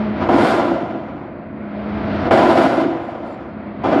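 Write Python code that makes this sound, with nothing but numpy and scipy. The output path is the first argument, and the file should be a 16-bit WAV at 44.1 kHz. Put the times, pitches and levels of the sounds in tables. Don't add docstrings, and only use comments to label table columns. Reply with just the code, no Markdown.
import sys
import numpy as np
from scipy import signal
from scipy.fft import rfft, irfft, next_fast_len
from scipy.io import wavfile
from scipy.ndimage import uniform_filter1d, minimum_filter1d

SR = 44100
rng = np.random.default_rng(int(sys.argv[2]) if len(sys.argv) > 2 else 0)


def gain_from_db(level_db):
    decades = np.asarray(level_db, float) / 20
    return 10 ** decades


def transcribe(signal):
    frames = np.atleast_2d(signal).T
    limited = np.clip(frames, -1, 1)
    pcm = np.round(limited * 32767).astype(np.int16)
    wavfile.write(sys.argv[1], SR, pcm)


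N = 176400

# (time [s], force [dB], contact hardness [dB])
RATTLES = [
    [(.21, -22, -58), (.3, -20, -56)],
    [(.29, -11, -47), (.37, -19.5, -34), (.48, -15.5, -28.5), (.62, -20, -38), (.8, -27, -48.5),
     (1.0, -32.5, -55), (1.25, -40, -60.5)],
    [(2.25, -22.5, -53), (2.32, -23.5, -58)],
    [(2.31, -16, -39), (2.37, -15.5, -38), (2.44, -14.5, -38), (2.53, -18, -35), (2.62, -16.5, -32.5),
     (2.8, -21.5, -39), (2.97, -28, -52), (3.45, -39.5, -50)],
    [(3.84, -18, -53.5), (3.87, -19, -48.5), (3.92, -18.5, -48.5), (4, -20, -50)],
]
# (time [s], peak [dB], hardness [dB])
SLAMS = [
    (0.204, -28, -14),
    (.288, -1.5, 0.5),
    (2.248, -26, -10),
    (2.308, -4.5, 4),
    (3.836, -16, -8),
    (2.487, -13.5, -14.5),
]
# (frequency [Hz], level [dB per Hz])
BOX_SPECTRUM = [(30, -50), (70, -15), (260, -4), (700, -4), (1600, -17), (3300, -28), (5500, -41.5),
                (11500, -55), (14000, -59)]
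# (frequency [Hz], width [Hz], level [dB])
PANELS = [(263.4, 96, 5.5), (338, 52, 6.5), (434, 51, -6), (656, 164, 8), (820, 100, -4), (1007, 80, 2.5),
          (1396, 420, 4.5), (2090, 350, 3.5), (3180, 81, 4), (4400, 2030, 4)]
# (frequency [Hz], t60 [s])
BOX_DECAY = [(60, 0.5), (300, 0.15), (1000, 0.08), (4000, 0.12), (12000, .05)]
# (low edge [Hz], high edge [Hz], share of hardness swing [1], share of smooth sliding [1])
CONTACT_BANDS = [(20, 1300, 0.012, 0.2), (1300, 3500, 0.16, 0.39), (3500, 6500, 0.43, .45),
                 (6500, 16000, 0.88, 0.5)]
CRACK_SHARE = [0.4, .8, 0.6, 1.1]
# (frequency [Hz], level [dB], t60 [s])
BOOMS = [(103, -13, 0.27), (272, -15, 0.13), (344.5, -4.5, 0.69), (678, -16, 0.065)]
# (time [s], peak [dB], low walls [dB], high walls [dB])
BOUNCES = [(0.29, 2, -7, -13.5), (0.329, 3.5, -12, -7.5), (0.384, 2, -16, -8), (0.429, -7, -2.5, -15),
           (0.471, -6, -17, -9.5), (0.539, -1, -7, -16), (0.579, 0, -6.5, -6.5), (0.634, -3.5, -14, -6.5),
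           (0.716, -10, -2.5, -12), (0.759, -9, -7, -8.5), (0.83, -12.5, -7.5, -18),
           (0.947, -14.5, -4, -10), (2.312, 5.5, -23, -7.5), (2.334, 0, -15, -5), (2.364, 1, -17, -8),
           (2.419, -8, -11, -4), (2.459, -8, -8, -5), (2.486, -0.5, -7, -12), (2.555, 2, -12.5, -11),
           (2.599, 0.5, -9.5, -10.5), (2.664, -11, -4, -17), (2.729, -5, -11, -4), (2.779, -4, -4.5, -7.5),
           (2.849, 1.5, -7.5, -15.5), (2.885, -12, -10, -17), (2.929, -16, -7, -5), (2.996, -11.5, -7, -11),
           (3.837, -9.5, 2, -19), (3.869, -5, -5.5, -11), (3.894, -5.5, -6, -10), (3.929, -9, -5, -6.5),
           (3.959, -5, 1, -14.5), (3.984, 2.5, -7.5, -10.5)]
# (frequency [Hz], level [dB], t60 [s])
LOW_WALLS = [(265.6, 0.5, 0.11), (302, -0.5, 0.09), (337, 1, 0.15), (372, -3, 0.11)]
# (frequency [Hz], level [dB], t60 [s])
HIGH_WALLS = [(565, -4, 0.12), (614, -3.5, 0.14), (651, 1.5, .11), (708, -3.5, 0.12)]
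# (time [s], pump hum [dB], arm grind [dB])
LOAD = [(0, -19.5, -24.5), (.13, -23, -28), (.24, -27, -20), (.3, -37.5, -43), (1.2, -40.5, -46),
        (1.52, -36, -49.5), (1.75, -27, -33), (1.95, -23, -27), (2.17, -23.5, -21.5), (2.22, -24.5, -20.5),
        (2.27, -52, -21), (2.35, -63, -47), (3.4, -53, -53.5), (3.55, -36, -41), (3.77, -31.5, -38.5),
        (3.83, -35.5, -34), (4, -51, -29.5)]
# (time [s], frequency [Hz])
PUMP_HZ = [(0, 212), (.3, 211), (1.5, 214), (1.75, 206), (2.0, 212), (2.25, 202), (3.5, 214), (3.75, 209),
           (4, 209)]
# (multiple [1], level [dB])
PUMP_ORDERS = [(1, 0), (2, -18), (3, -17), (4, -21)]
# (frequency [Hz], level [dB per Hz])
GRIND_SPECTRUM = [(30, -36.5), (70, -9), (200, -13), (700, -18), (2500, -31.5), (3300, -39), (4900, -49),
                  (6400, -63), (7200, -77), (14000, -82)]
# (time [s], length [s], level [dB], lean to treble [dB per octave])
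SQUEAKS = [
    (2.114, .08, -78, 2),
    (2.193, 0.077, -76, -2),
    (2.987, 0.15, -79, 8),
    (3.07, .18, -94, -16),
    (3.23, 0.15, -79.5, -8),
]
# (frequency [Hz], width [Hz], level [dB])
HINGE_MODES = [(7300, 150, 2), (8900, 600, 0), (9800, 1500, -1), (10800, 500, -3), (4200, 1100, 14)]
# (frequency [Hz], level [dB per Hz])
DIESEL_SPECTRUM = [(25, -35), (70, -5), (210, -2.5), (700, -11.5), (2500, -28), (3000, -41.5), (4600, -50),
                   (7000, -89.5), (14000, -97)]
# (delay [s], level [dB])
ECHOES = [(.045, -14), (0.085, -15.5), (.14, -21)]
EDGES = 22 * 2 ** np.arange(0, 9.5, 1 / 3)

KNOCKS_PER_S, KNOCK_SPREAD_DB, CLUMP_DB = 2000, 3.5, 1.5
SLAM_DB, CRASH_DB, CRASH_S = 25, -7.5, 0.033
BOUNCE_DB, BOUNCE_SPREAD_DB = -7, 2.5
PUMP_WOBBLE, PUMP_FLUTTER_DB = 0.00632, 1
WHINE_HZ, WHINE_DB = 11100, -73
GRIND_BRIGHTENS, GRIND_EDGE_HZ = 0.6, 3400
FIRING_HZ, THROB_DB, DIESEL_DB = 27.5, -1, -32
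LIMIT_DB, AHEAD_S, RECOVER_DB_PER_S = -0.9, 0.008, 250
MIC_LOW_HZ, CUTOFF_HZ, HISS_DB = 40, 12500, -96


def rms_one(x):
    return x / np.sqrt(np.mean(x ** 2) + 1e-20)


def in_time(rows):
    s, *columns = np.transpose(rows)
    return [np.interp(np.arange(N) / SR, s, c) for c in columns]


def at_hz(points, hz):
    table = np.array(points)
    return np.interp(np.log(hz), np.log(table[:, 0]), table[:, 1])


def panels_db(hz):
    return sum(db / (1 + (2 * (hz - centre) / width) ** 2) for centre, width, db in PANELS)


def drift(rate):
    r = np.exp(-80 * np.pi * rate / SR)
    white = rng.standard_normal(N // 40 + 2002)
    slow = signal.lfilter([1], [1, -2 * r, r * r], white)[2000:]
    return np.interp(np.arange(N) / 40, np.arange(len(slow)), rms_one(slow))


def band(x, low, high):
    return signal.sosfilt(signal.butter(2, [low, high], "band", fs=SR, output="sos"), x)


def damped_mode(hits, hz, t60):
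    r, w = gain_from_db(-60 / (t60 * SR)), 2 * np.pi * hz / SR
    return signal.lfilter([0, np.sin(w)], [1, -2 * r * np.cos(w), r * r], hits + 1e-18)


def rumble(spectrum, patchy_db, panel_share):
    white, together = rng.standard_normal((2, N)), drift(5)
    out = np.zeros(N)
    for k, (low, high) in enumerate(zip(EDGES, EDGES[1:])):
        flicker = gain_from_db(patchy_db * (0.39 * together + drift(7.5)))
        out += flicker * band(white[k % 2], low, high)
    hz = np.fft.rfftfreq(N, 1 / SR) + 1
    colour_db = at_hz(spectrum, hz) + panel_share * panels_db(hz)
    return rms_one(irfft(rfft(out) * gain_from_db(colour_db), N))


def container(spots=6):
    t = np.arange(N) / SR
    force, hard = np.zeros(N), np.zeros(N)
    for rows, (start, *_) in zip(RATTLES, SLAMS):
        force_db, hard_db = in_time(rows)
        on = (t >= start) * np.clip(1 - (t - rows[-1][0]) / 0.11, 0, 1)
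        force += on * gain_from_db(force_db)
        hard = np.where(t >= start, hard_db + 40.5, hard)

    sizes = gain_from_db(KNOCK_SPREAD_DB * np.minimum(rng.exponential(1, N), 5)) * rng.choice([-1, 1], N)
    knocks = rms_one(sizes * (rng.random(N) < KNOCKS_PER_S / SR)) * gain_from_db(CLUMP_DB * drift(25))
    sliding = rng.standard_normal(N)

    slams, crack = np.zeros(N), np.zeros(N)
    for s, db, hard_db in SLAMS:
        slams[int(s * SR)] = gain_from_db(db)
        crack[int(s * SR):int((s + 5 * CRASH_S) * SR)] = hard_db
    burst = signal.lfilter([1], [1, -np.exp(-1 / (CRASH_S * SR))], slams + 1e-18)
    crash = gain_from_db(SLAM_DB) * slams + gain_from_db(CRASH_DB) * sliding * burst

    at_spot = rng.integers(0, spots, N) == np.arange(spots)[:, None]
    white, age = rng.standard_normal((2, spots, SR // 3)), np.arange(SR // 3) / SR
    size, spectrum = next_fast_len(N + SR // 2), 0
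    for (low, high, share, smooth), bite in zip(CONTACT_BANDS, CRACK_SHARE):
        rings = 0
        for k, (a, b) in enumerate(zip(EDGES, EDGES[1:])):
            if low <= a < high:
                t60 = max(at_hz(BOX_DECAY, a), 0.02)
                rings = rings + band(white[k % 2] * gain_from_db(-60 * age / t60), a, b) / np.sqrt(t60)
        rattle = force * (np.sqrt(1 - smooth) * knocks + np.sqrt(smooth) * sliding)
        blows = (rattle + gain_from_db(bite * crack) * crash) * gain_from_db(share * hard) * at_spot
        spectrum = spectrum + np.sum(rfft(rings, size) * rfft(blows, size), axis=0)

    hz = np.fft.rfftfreq(size, 1 / SR) + 1
    ringing = irfft(spectrum * gain_from_db(at_hz(BOX_SPECTRUM, hz) + panels_db(hz)), size)[:N]
    thump = sum(gain_from_db(db) * damped_mode(slams, boom_hz, t60) for boom_hz, db, t60 in BOOMS)
    return gain_from_db(-18) * ringing + thump


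def bounces():
    s, db, low_db, high_db = np.transpose(BOUNCES)
    luck, out = rng.standard_normal((len(s), 16)), 0
    for k, (hz, mode_db, t60) in enumerate([*LOW_WALLS, *HIGH_WALLS]):
        cluster_db = low_db if k < len(LOW_WALLS) else high_db
        strike_db = BOUNCE_DB + db + cluster_db + mode_db + BOUNCE_SPREAD_DB * luck[:, k]
        hits = np.zeros(N)
        hits[(s * SR).astype(int)] = gain_from_db(strike_db) * np.sign(luck[:, -1 - k])
        out = out + damped_mode(hits, hz, t60)
    return band(out, 190, 900)


def hydraulics():
    hum_db, grind_db = in_time(LOAD)
    pump_hz = in_time(PUMP_HZ)[0] * (1 + PUMP_WOBBLE * drift(11.7))
    phase = 2 * np.pi * np.cumsum(pump_hz) / SR
    hum = sum(gain_from_db(db + PUMP_FLUTTER_DB * drift(10)) * np.sin(k * phase) for k, db in PUMP_ORDERS)
    whine = rms_one(band(rng.standard_normal(N), WHINE_HZ - 60, WHINE_HZ + 60))
    hum += gain_from_db(WHINE_DB + 1.2 * (grind_db + 23.5) + 2.5 * drift(20)) * whine
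    grind = rumble(GRIND_SPECTRUM, patchy_db=0.0, panel_share=0.93)
    brighter = gain_from_db(GRIND_BRIGHTENS * (grind_db + 25.0)) - 1
    grind = grind + brighter * band(grind, GRIND_EDGE_HZ, 15000)
    return np.sqrt(2) * gain_from_db(hum_db) * hum + gain_from_db(grind_db) * grind


def hinge():
    t, white, out = np.arange(N) / SR, rng.standard_normal(N), 0
    for hz, width, level_db in HINGE_MODES:
        on = 0
        for s, length, db, lean_db in SQUEAKS:
            tilt_db = lean_db * (hz > 6000) * np.log2(hz / 9000)
            fade = np.clip(np.minimum(t - s, s + length - t) / 0.037, 0, 1)
            on = on + gain_from_db(db + tilt_db) * fade
        slips = rms_one(band(white, hz - width / 2, hz + width / 2))
        out = out + on * gain_from_db(level_db + 2.5 * drift(14)) * slips
    return out


def diesel():
    throb = np.sin(2 * np.pi * np.cumsum(FIRING_HZ * (1 + 0.022 * drift(3.4))) / SR)
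    return gain_from_db(DIESEL_DB + THROB_DB * throb) * rumble(DIESEL_SPECTRUM, patchy_db=1.23, panel_share=0.93)


def scene():
    x = container() + bounces() + hydraulics() + hinge() + diesel()
    dull = signal.lfilter([0.3], [1, -0.7], x)
    echoes = sum(gain_from_db(db) * np.pad(dull, (int(s * SR), 0))[:N] for s, db in ECHOES)
    return (x + echoes)[None]


def top_cut(x):
    return signal.sosfilt(signal.butter(12, 13770, fs=SR, output="sos"), x)


def record(dry):
    ahead = max(int(AHEAD_S * SR), 2)
    fall = RECOVER_DB_PER_S * np.arange(N) / SR
    over = np.maximum(20 * np.log10(np.abs(dry[0]) + 1e-9) - LIMIT_DB, 0)
    held = np.maximum.accumulate(over + fall) - fall
    held = uniform_filter1d(-minimum_filter1d(-held, 2 * ahead), ahead)
    x = signal.sosfilt(signal.butter(2, MIC_LOW_HZ, "high", fs=SR, output="sos"), dry * gain_from_db(-held))
    x = signal.sosfilt(signal.butter(8, CUTOFF_HZ, fs=SR, output="sos"), x)
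    mix = x + gain_from_db(HISS_DB) * rng.standard_normal(N)
    return top_cut(mix)


dry = scene()
out = record(dry)
transcribe(out)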